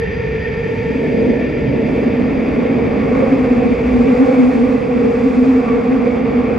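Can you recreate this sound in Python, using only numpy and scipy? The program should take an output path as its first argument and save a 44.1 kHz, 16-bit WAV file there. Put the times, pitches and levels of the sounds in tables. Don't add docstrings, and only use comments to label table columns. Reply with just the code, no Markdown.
import sys
import numpy as np
from scipy import signal
from scipy.fft import rfft, irfft
from scipy.io import wavfile

SR = 44100
rng = np.random.default_rng(int(sys.argv[2]) if len(sys.argv) > 2 else 0)


def transcribe(u):
    v = np.clip(np.atleast_2d(u).T, -1, 1)
    q = np.round(v * 32767).astype(np.int16)
    wavfile.write(sys.argv[1], SR, q)


N = 290178
TIME = np.arange(N) / SR
FREQ = np.maximum(np.arange(N // 2 + 1) * SR / N, 1)
SIDES = np.array([[1], [-1]])

# f/Hz, lead/rad
EAR_LEAD = [(120, -0.58), (260, 0.25), (400, -1.2), (490, .25), (650, -0.27), (1200, 0.058), (1900, 0.92),
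            (2500, -0.53), (3400, -0.57), (5500, 0)]


def gain_of(db):
    return 10 ** (np.asarray(db) / 20)


def unit(x):
    return x / np.sqrt(np.mean(x ** 2))


def controls(table):
    times_s, *columns = np.transpose(table)
    return [np.interp(TIME, times_s, column) for column in columns]


def across(points):
    hz, value = np.transpose(points)
    return np.interp(np.log(FREQ), np.log(hz), value)


def bell(hz, width_hz, db=0):
    return gain_of(db) * np.exp(-((FREQ - hz) / width_hz) ** 2)


def bump(at_s, half_s):
    return np.exp(-((TIME - at_s) / half_s) ** 2)


def walk(rate_hz):
    lowpass = np.exp(-(FREQ / rate_hz) ** 2) * (FREQ > 1)
    return unit(irfft(rfft(rng.standard_normal(N)) * lowpass, N))


def sustained(x, hold_s, firmness):
    power = np.abs(signal.hilbert(x, axis=1)) ** 2
    smooth_power = irfft(rfft(power.mean(axis=0)) * np.exp(-(FREQ * hold_s) ** 2), N)
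    x = x / (np.abs(smooth_power) + 0.08) ** (firmness / 2)
    return x / np.std(x.mean(axis=0))


def glide(x, speed):
    place = np.cumsum(speed)
    return np.array([np.interp(place, np.arange(N), ear, period=N) for ear in x])


def cab_noise(colour):
    # f/Hz, coherence
    coherence = [(100, .999), (180, 1), (260, 0.87), (360, 0.97), (500, 0.58), (720, 0.28), (950, 0.33),
                 (1600, 0.3), (1800, .84), (2200, 1), (6000, 0.86)]
    # f/Hz, level/dB
    balance = [(50, -5.5), (110, -1), (205, -6), (290, 1), (430, 2.5), (540, -6.5), (730, 0), (1000, -1),
               (1400, -3.5), (1850, 1), (2900, 0)]
    mid, side = rfft(rng.standard_normal((2, N)))
    alike = np.clip(across(coherence), 0, 1)
    short_waves = 1 / (1 + (130 / FREQ) ** 4)
    ears = np.sqrt(1 + alike) * mid + SIDES * np.sqrt(1 - alike) * short_waves * side
    ears *= gain_of(SIDES * across(balance) * short_waves / 2)
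    ears *= np.exp(0.5j * SIDES * across(EAR_LEAD) * short_waves)
    x = irfft(ears * colour, N)
    return x / np.std(x.mean(axis=0))


def cab_tone(hz, lead_rad, scatter_rad):
    phase = 2 * np.pi * (np.cumsum(hz) / SR + rng.random())
    shift_rad = lead_rad + scatter_rad * walk(11)
    return np.sqrt(2) * np.cos(phase + SIDES * shift_rad / 2)


def car_body():
    # f/Hz, relative level/dB
    rumble_spectrum = [(15, -41), (32, -6.5), (48, 1.5), (66, 6), (88, 1.5), (120, 5.5), (185, 5.5),
                       (255, -4), (310, -21.5), (380, -23.5), (600, -17.5), (1200, -81.5)]
    # t/s, relative level/dB
    rumble_curve = [(0, -24.5), (1.1, -26.5), (1.37, -28), (1.7, -25.5), (2.15, -26.5), (3.0, -25),
                    (4.6, -29), (5.5, -30), (6.58, -28)]
    # t/s, half length/s, f/Hz, level/dB
    lurches = [(.79, 0.035, 118, -21), (1.1, 0.11, 148, -27), (1.72, 0.14, 137.5, -23.5),
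               (3.873, 0.16, 61, -26)]
    rumble_db, = controls(rumble_curve)
    rumble = sustained(cab_noise(gain_of(across(rumble_spectrum))), hold_s=0.51, firmness=0.14)
    booms = sum(cab_noise(bell(hz, width_hz=20)) * gain_of(db) * bump(at_s, half_s)
                for at_s, half_s, hz, db in lurches)
    return rumble * gain_of(rumble_db + 1.5) + booms


def air_rush():
    # f/Hz, relative level/dB
    spectrum = [(1000, -29), (1640, -5), (1900, -1), (2300, 2.5), (2570, -1), (2930, -13.5), (3200, -14),
                (3500, -13.5), (3950, -25), (4350, -25), (4680, -19.5), (5200, -29.5), (6200, -31.5),
                (9000, -57.5)]
    level_db = np.interp(TIME, [4.36, 4.69], [-33.5, -35.5])
    return cab_noise(gain_of(across(spectrum))) * gain_of(level_db + 0.59 * walk(22))


def motors():
    # level at full effort/dB, dB lost per dB of easing
    harmonics = [(-27.5, 0.5), (-47, 1), (-52.5, 0.5), (-39.5, 3)]
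    # f/Hz, width/Hz, relative level/dB
    hum_bands = [(446, 48, 5.5), (893, 120, -19), (1385, 85, -23)]
    # f/Hz, width/Hz, relative level/dB
    whine_bands = [(1808, 80, 0), (3160, 75, -21), (5900, 90, -35)]
    effort_db = -1.5 * TIME
    tooth_hz, waver_hz, flutter_db = 453, 7, 3
    pitch_hz = tooth_hz + waver_hz * walk(30)
    mesh = 0
    for k, (db, fade) in enumerate(harmonics, 1):
        lead_rad = np.interp(k * tooth_hz, *np.transpose(EAR_LEAD))
        partial = cab_tone(k * pitch_hz, lead_rad, scatter_rad=0.38)
        mesh += partial * gain_of(db + fade * effort_db + flutter_db * walk(33))
    hum = cab_noise(sum(bell(*band) for band in hum_bands))
    whine = cab_noise(sum(bell(*band) for band in whine_bands))
    whine = sustained(whine, hold_s=0.018, firmness=0.85)
    return mesh + hum * gain_of(-24.5 + effort_db) + whine * gain_of(-35 + 3 * effort_db)


def inverter():
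    # f/Hz, nominal width/Hz, relative level/dB
    peaks = [(4799, 10, 0), (4800, 120, -11), (4110, 80, -19)]
    start_db, fade_db_per_s = -57, 1
    colour = sum(gain_of(db) / (1 + ((FREQ - hz) / (1.5 * width_hz)) ** 2) for hz, width_hz, db in peaks)
    return cab_noise(colour) * gain_of(start_db - fade_db_per_s * TIME + walk(4))


def friction(spectrum, curve, offset_db):
    level_db, = controls(curve)
    return cab_noise(gain_of(across(spectrum))) * gain_of(level_db + offset_db)


def wheel_creep():
    # f/Hz, relative level/dB
    growl_spectrum = [(150, -17.5), (220, 9), (295, 9.5), (350, 1.5), (385, 6.5), (450, 1.5), (590, 1.5),
                      (670, -4), (740, -11.5), (920, -12), (1100, -33.5), (2000, -64.5)]
    scrub_spectrum = [(450, -9), (670, 6.5), (740, 11.5), (815, 7.5), (910, 1.5), (1030, 3), (1150, 6.5),
                      (1270, -0.5), (1400, -0.5), (1600, -4), (2100, -7.5), (3000, -59)]
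    hiss_spectrum = [(2500, 0.5), (4200, 6.5), (5600, 3), (6600, -1.5), (7500, -0.5), (8700, -13.5),
                     (9800, -5.5), (10800, -13.5), (12000, -32.5), (14500, -22.5), (16000, -37.5)]
    scrape_spectrum = [(3000, -14), (5000, 4), (7500, -0.5), (9700, -4.5), (12000, -18.5), (14300, -2),
                       (16000, -22.5)]
    # t/s, relative level/dB
    growl_curve = [(0, -42), (0.88, -35.5), (1.03, -27.5), (1.33, -25), (1.58, -31), (1.74, -25.5),
                   (2.45, -27.5), (2.8, -26.5), (4.3, -32), (5.2, -35.5), (6.58, -31)]
    scrub_curve = [(0, -43), (0.9, -41.5), (1.65, -42), (2.2, -35), (3.25, -29.5), (3.92, -33), (4.25, -28),
                   (4.9, -32), (5.8, -30.5), (6.58, -31)]
    hiss_curve = [(0, -63), (0.5, -61), (0.85, -56), (1.6, -60), (2.1, -57.5), (2.95, -57.5), (3.2, -52.5),
                  (3.8, -53.5), (4.28, -49), (4.7, -51.5), (4.88, -54.5), (5.15, -52), (5.47, -49.5),
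                  (5.7, -54), (6.1, -54.5), (6.25, -58), (6.58, -56)]
    # t/s, half length/s, level/dB
    bites = [(1.1, 0.25, -67), (1.95, .12, -64), (2.55, 0.13, -67.5), (4.399, .48, -60.5),
             (5.287, .22, -62.5)]
    grinds = [(1.07, 0.036, -35.5), (2.755, 0.2, -43), (3.173, .17, -38), (3.8, 0.32, -46.5),
              (4.325, 0.072, -37.5), (5.721, 0.17, -41.5), (6.118, 0.099, -39.5)]
    judder_db = walk(26)
    growl = friction(growl_spectrum, growl_curve, 7 + judder_db / 2)
    scrub = friction(scrub_spectrum, scrub_curve, 0.74 * judder_db)
    hiss = friction(hiss_spectrum, hiss_curve, 0.72 * judder_db)
    bite = sum(gain_of(db) * bump(at_s, half_s) for at_s, half_s, db in bites)
    scrape = cab_noise(gain_of(across(scrape_spectrum))) * bite * gain_of(walk(30))
    pressure = sum(gain_of(db) * bump(at_s, half_s) for at_s, half_s, db in grinds)
    rim_resonance = bell(hz=2234, width_hz=130)
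    grind = cab_noise(rim_resonance) * pressure * gain_of(judder_db)
    return growl + scrub + hiss + scrape + grind


def tone_swells():
    # t/s, half length/s, f/Hz, level/dB
    squeals = [(0.06, 0.12, 1810, -36), (.45, 0.037, 1846, -30.5), (0.53, 0.022, 1795, -30.5),
               (0.848, 0.41, 884, -40.5), (1.39, .1, 1764, -39), (3.212, 0.09, 1130, -36.5),
               (3.241, 0.14, 525, -22.5), (3.598, 0.15, 450, -25.5), (3.632, 0.085, 735, -32.5),
               (4.301, 0.27, 787, -32.5), (4.254, 0.25, 515, -26.5), (5.071, 0.091, 461, -19),
               (5.705, 0.064, 1153, -32.5), (5.761, 0.051, 464, -18)]
    sound = 0
    for at_s, half_s, hz, db in squeals:
        ring = sustained(cab_noise(bell(hz, width_hz=39)), hold_s=0.034, firmness=1)
        sound += ring * gain_of(db) * bump(at_s, half_s)
    return sound


def wheel_knocks():
    # t/s, f/Hz, level/dB
    knocks = [(2.65, 482.5, -14.5), (3.111, 504.7, -14.5), (3.218, 521.6, -12), (3.509, 497.5, -18),
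              (4.279, 498.1, -10), (4.694, 525.6, -20), (6.066, 477, -11), (6.501, 473, -9.5)]
    attack_s, decay_s = 0.0071, 0.02
    envelope = 0
    for at_s, _, db in knocks:
        rise = np.clip((TIME - at_s) / attack_s, 0, 1)
        envelope += gain_of(db) * rise * np.exp(-np.abs(TIME - at_s) / decay_s)
    hz, _ = controls(knocks)
    thud = cab_noise(bell(hz=504, width_hz=110)) * gain_of(-4.5)
    return envelope * (cab_tone(hz, lead_rad=0.22, scatter_rad=0.34) + thud)


def rail_howl():
    # t/s, f/Hz, level/dB
    howl_curve = [(0, 466.2, -29.5), (1.02, 463.7, -28), (1.22, 463.3, -18.5), (1.48, 472.2, -27.5),
                  (2.45, 472.5, -28), (2.7, 471.7, -23.5), (3.0, 477.6, -27), (3.25, 495.1, -26.5),
                  (3.68, 482, -19), (3.9, 479.7, -23), (4.2, 494.4, -18.5), (4.55, 487, -21.5),
                  (5.1, 475, -19.5), (5.5, 476.1, -22), (6.58, 471.3, -21.5)]
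    centre_hz = 476.8
    hz, db = controls(howl_curve)
    colour = bell(centre_hz, width_hz=29) + bell(centre_hz, width_hz=70, db=-10)
    partial = sustained(cab_noise(colour), hold_s=0.024, firmness=0.55)
    return glide(partial, hz / centre_hz) * gain_of(db)


def rail_ripple():
    # t/s, relative level/dB
    ripple_curve = [(0, -42), (0.6, -37.5), (0.9, -23.5), (1.2, -18), (1.6, -22.5), (2.1, -19), (2.95, -17),
                    (3.35, -16), (4.35, -16.5), (4.9, -13), (5.45, -15.5), (5.8, -14.5), (6.58, -18.5)]
    # t/s, half length/s, attenuation/dB
    lulls = [(3.063, 0.016, 3), (3.495, 0.014, 18), (3.788, 0.072, 26), (4.163, 0.0096, 12),
             (4.266, 0.009, 22), (4.52, 0.014, 8), (4.841, 0.068, 11), (5.133, 0.024, 10),
             (5.643, 0.026, 6), (5.83, 0.039, 4), (6.244, .04, -2)]
    # t/s, half length/s, f/Hz, level/dB
    throbs = [(.96, 0.011, 244, -13.5), (1.294, 0.017, 249.4, -13.5), (2.067, 0.021, 252.2, -12),
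              (2.244, 0.014, 241, -13), (3.178, 0.03, 268.4, -13), (3.21, 0.014, 258.6, -12.5),
              (3.332, 0.025, 263.2, -7.5), (3.398, 0.017, 258.1, -12.5), (3.522, 0.017, 249.1, -8.5),
              (3.587, 0.027, 248, -12), (3.664, 0.012, 239.6, -8.5), (3.722, 0.019, 244, -9.5),
              (3.878, 0.046, 251.4, -14), (3.957, 0.025, 247.2, -8.5), (4.009, 0.019, 248.2, -8),
              (4.098, 0.021, 265.8, -8), (4.129, 0.0084, 249.7, -9.5), (4.221, 0.028, 261.2, -6),
              (4.292, 0.0087, 261.6, -9.5), (4.338, 0.021, 259.7, -11), (4.397, 0.021, 254.8, -5.5),
              (4.438, .016, 249.3, -7), (4.486, 0.025, 255.2, -7.5), (4.559, 0.016, 255, -10.5),
              (4.621, 0.022, 240, -11.5), (4.693, 0.013, 258.3, -11.5), (4.748, 0.01, 257.5, -12.5),
              (4.918, 0.022, 248.7, -15), (5.272, 0.014, 261.2, -9.5), (5.308, 0.012, 251.8, -10.5),
              (5.389, 0.019, 259.9, -8), (5.425, .016, 250.3, -9.5), (5.496, 0.031, 261.7, -8),
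              (5.569, 0.038, 260.8, -10), (5.713, .02, 245, -10.5), (5.94, 0.031, 260.3, -10.5),
              (6.369, 0.039, 242.1, -14.5)]
    ripple_db, = controls(ripple_curve)
    lull_db = sum(db * bump(at_s, half_s) for at_s, half_s, db in lulls)
    strength = gain_of(ripple_db - lull_db + 0.5 * walk(16))
    speed = np.interp(TIME, [0, 1.201], [0.97, 1])
    core = sustained(cab_noise(bell(hz=259, width_hz=14)), hold_s=0.025, firmness=1)
    skirt = sustained(cab_noise(bell(hz=232.8, width_hz=27)), hold_s=0.044, firmness=1)
    drone = glide((core + skirt) * gain_of(-4.5), speed) * strength
    throb_gain = sum(gain_of(db) * bump(at_s, half_s) for at_s, half_s, _, db in throbs)
    _, throb_hz, _ = controls(throbs)
    throb = cab_tone(throb_hz + 6.2 * walk(25), lead_rad=0.51, scatter_rad=0.54)
    ducking = np.hypot(1, throb_gain / gain_of(ripple_db))
    return drone / ducking + throb * throb_gain


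def scene():
    rail = rail_ripple() + rail_howl()
    wheels = wheel_creep() + tone_swells() + wheel_knocks()
    return rail + wheels + car_body() + air_rush() + motors() + inverter()


def record(dry):
    cutoff_hz = 15200
    rounded = dry / (1 + dry ** 8) ** (1 / 8)
    lowpass = signal.ellip(8, 0.2, 70, cutoff_hz, fs=SR, output="sos")
    return signal.sosfilt(lowpass, rounded)


dry = scene()
out = record(dry)
transcribe(out)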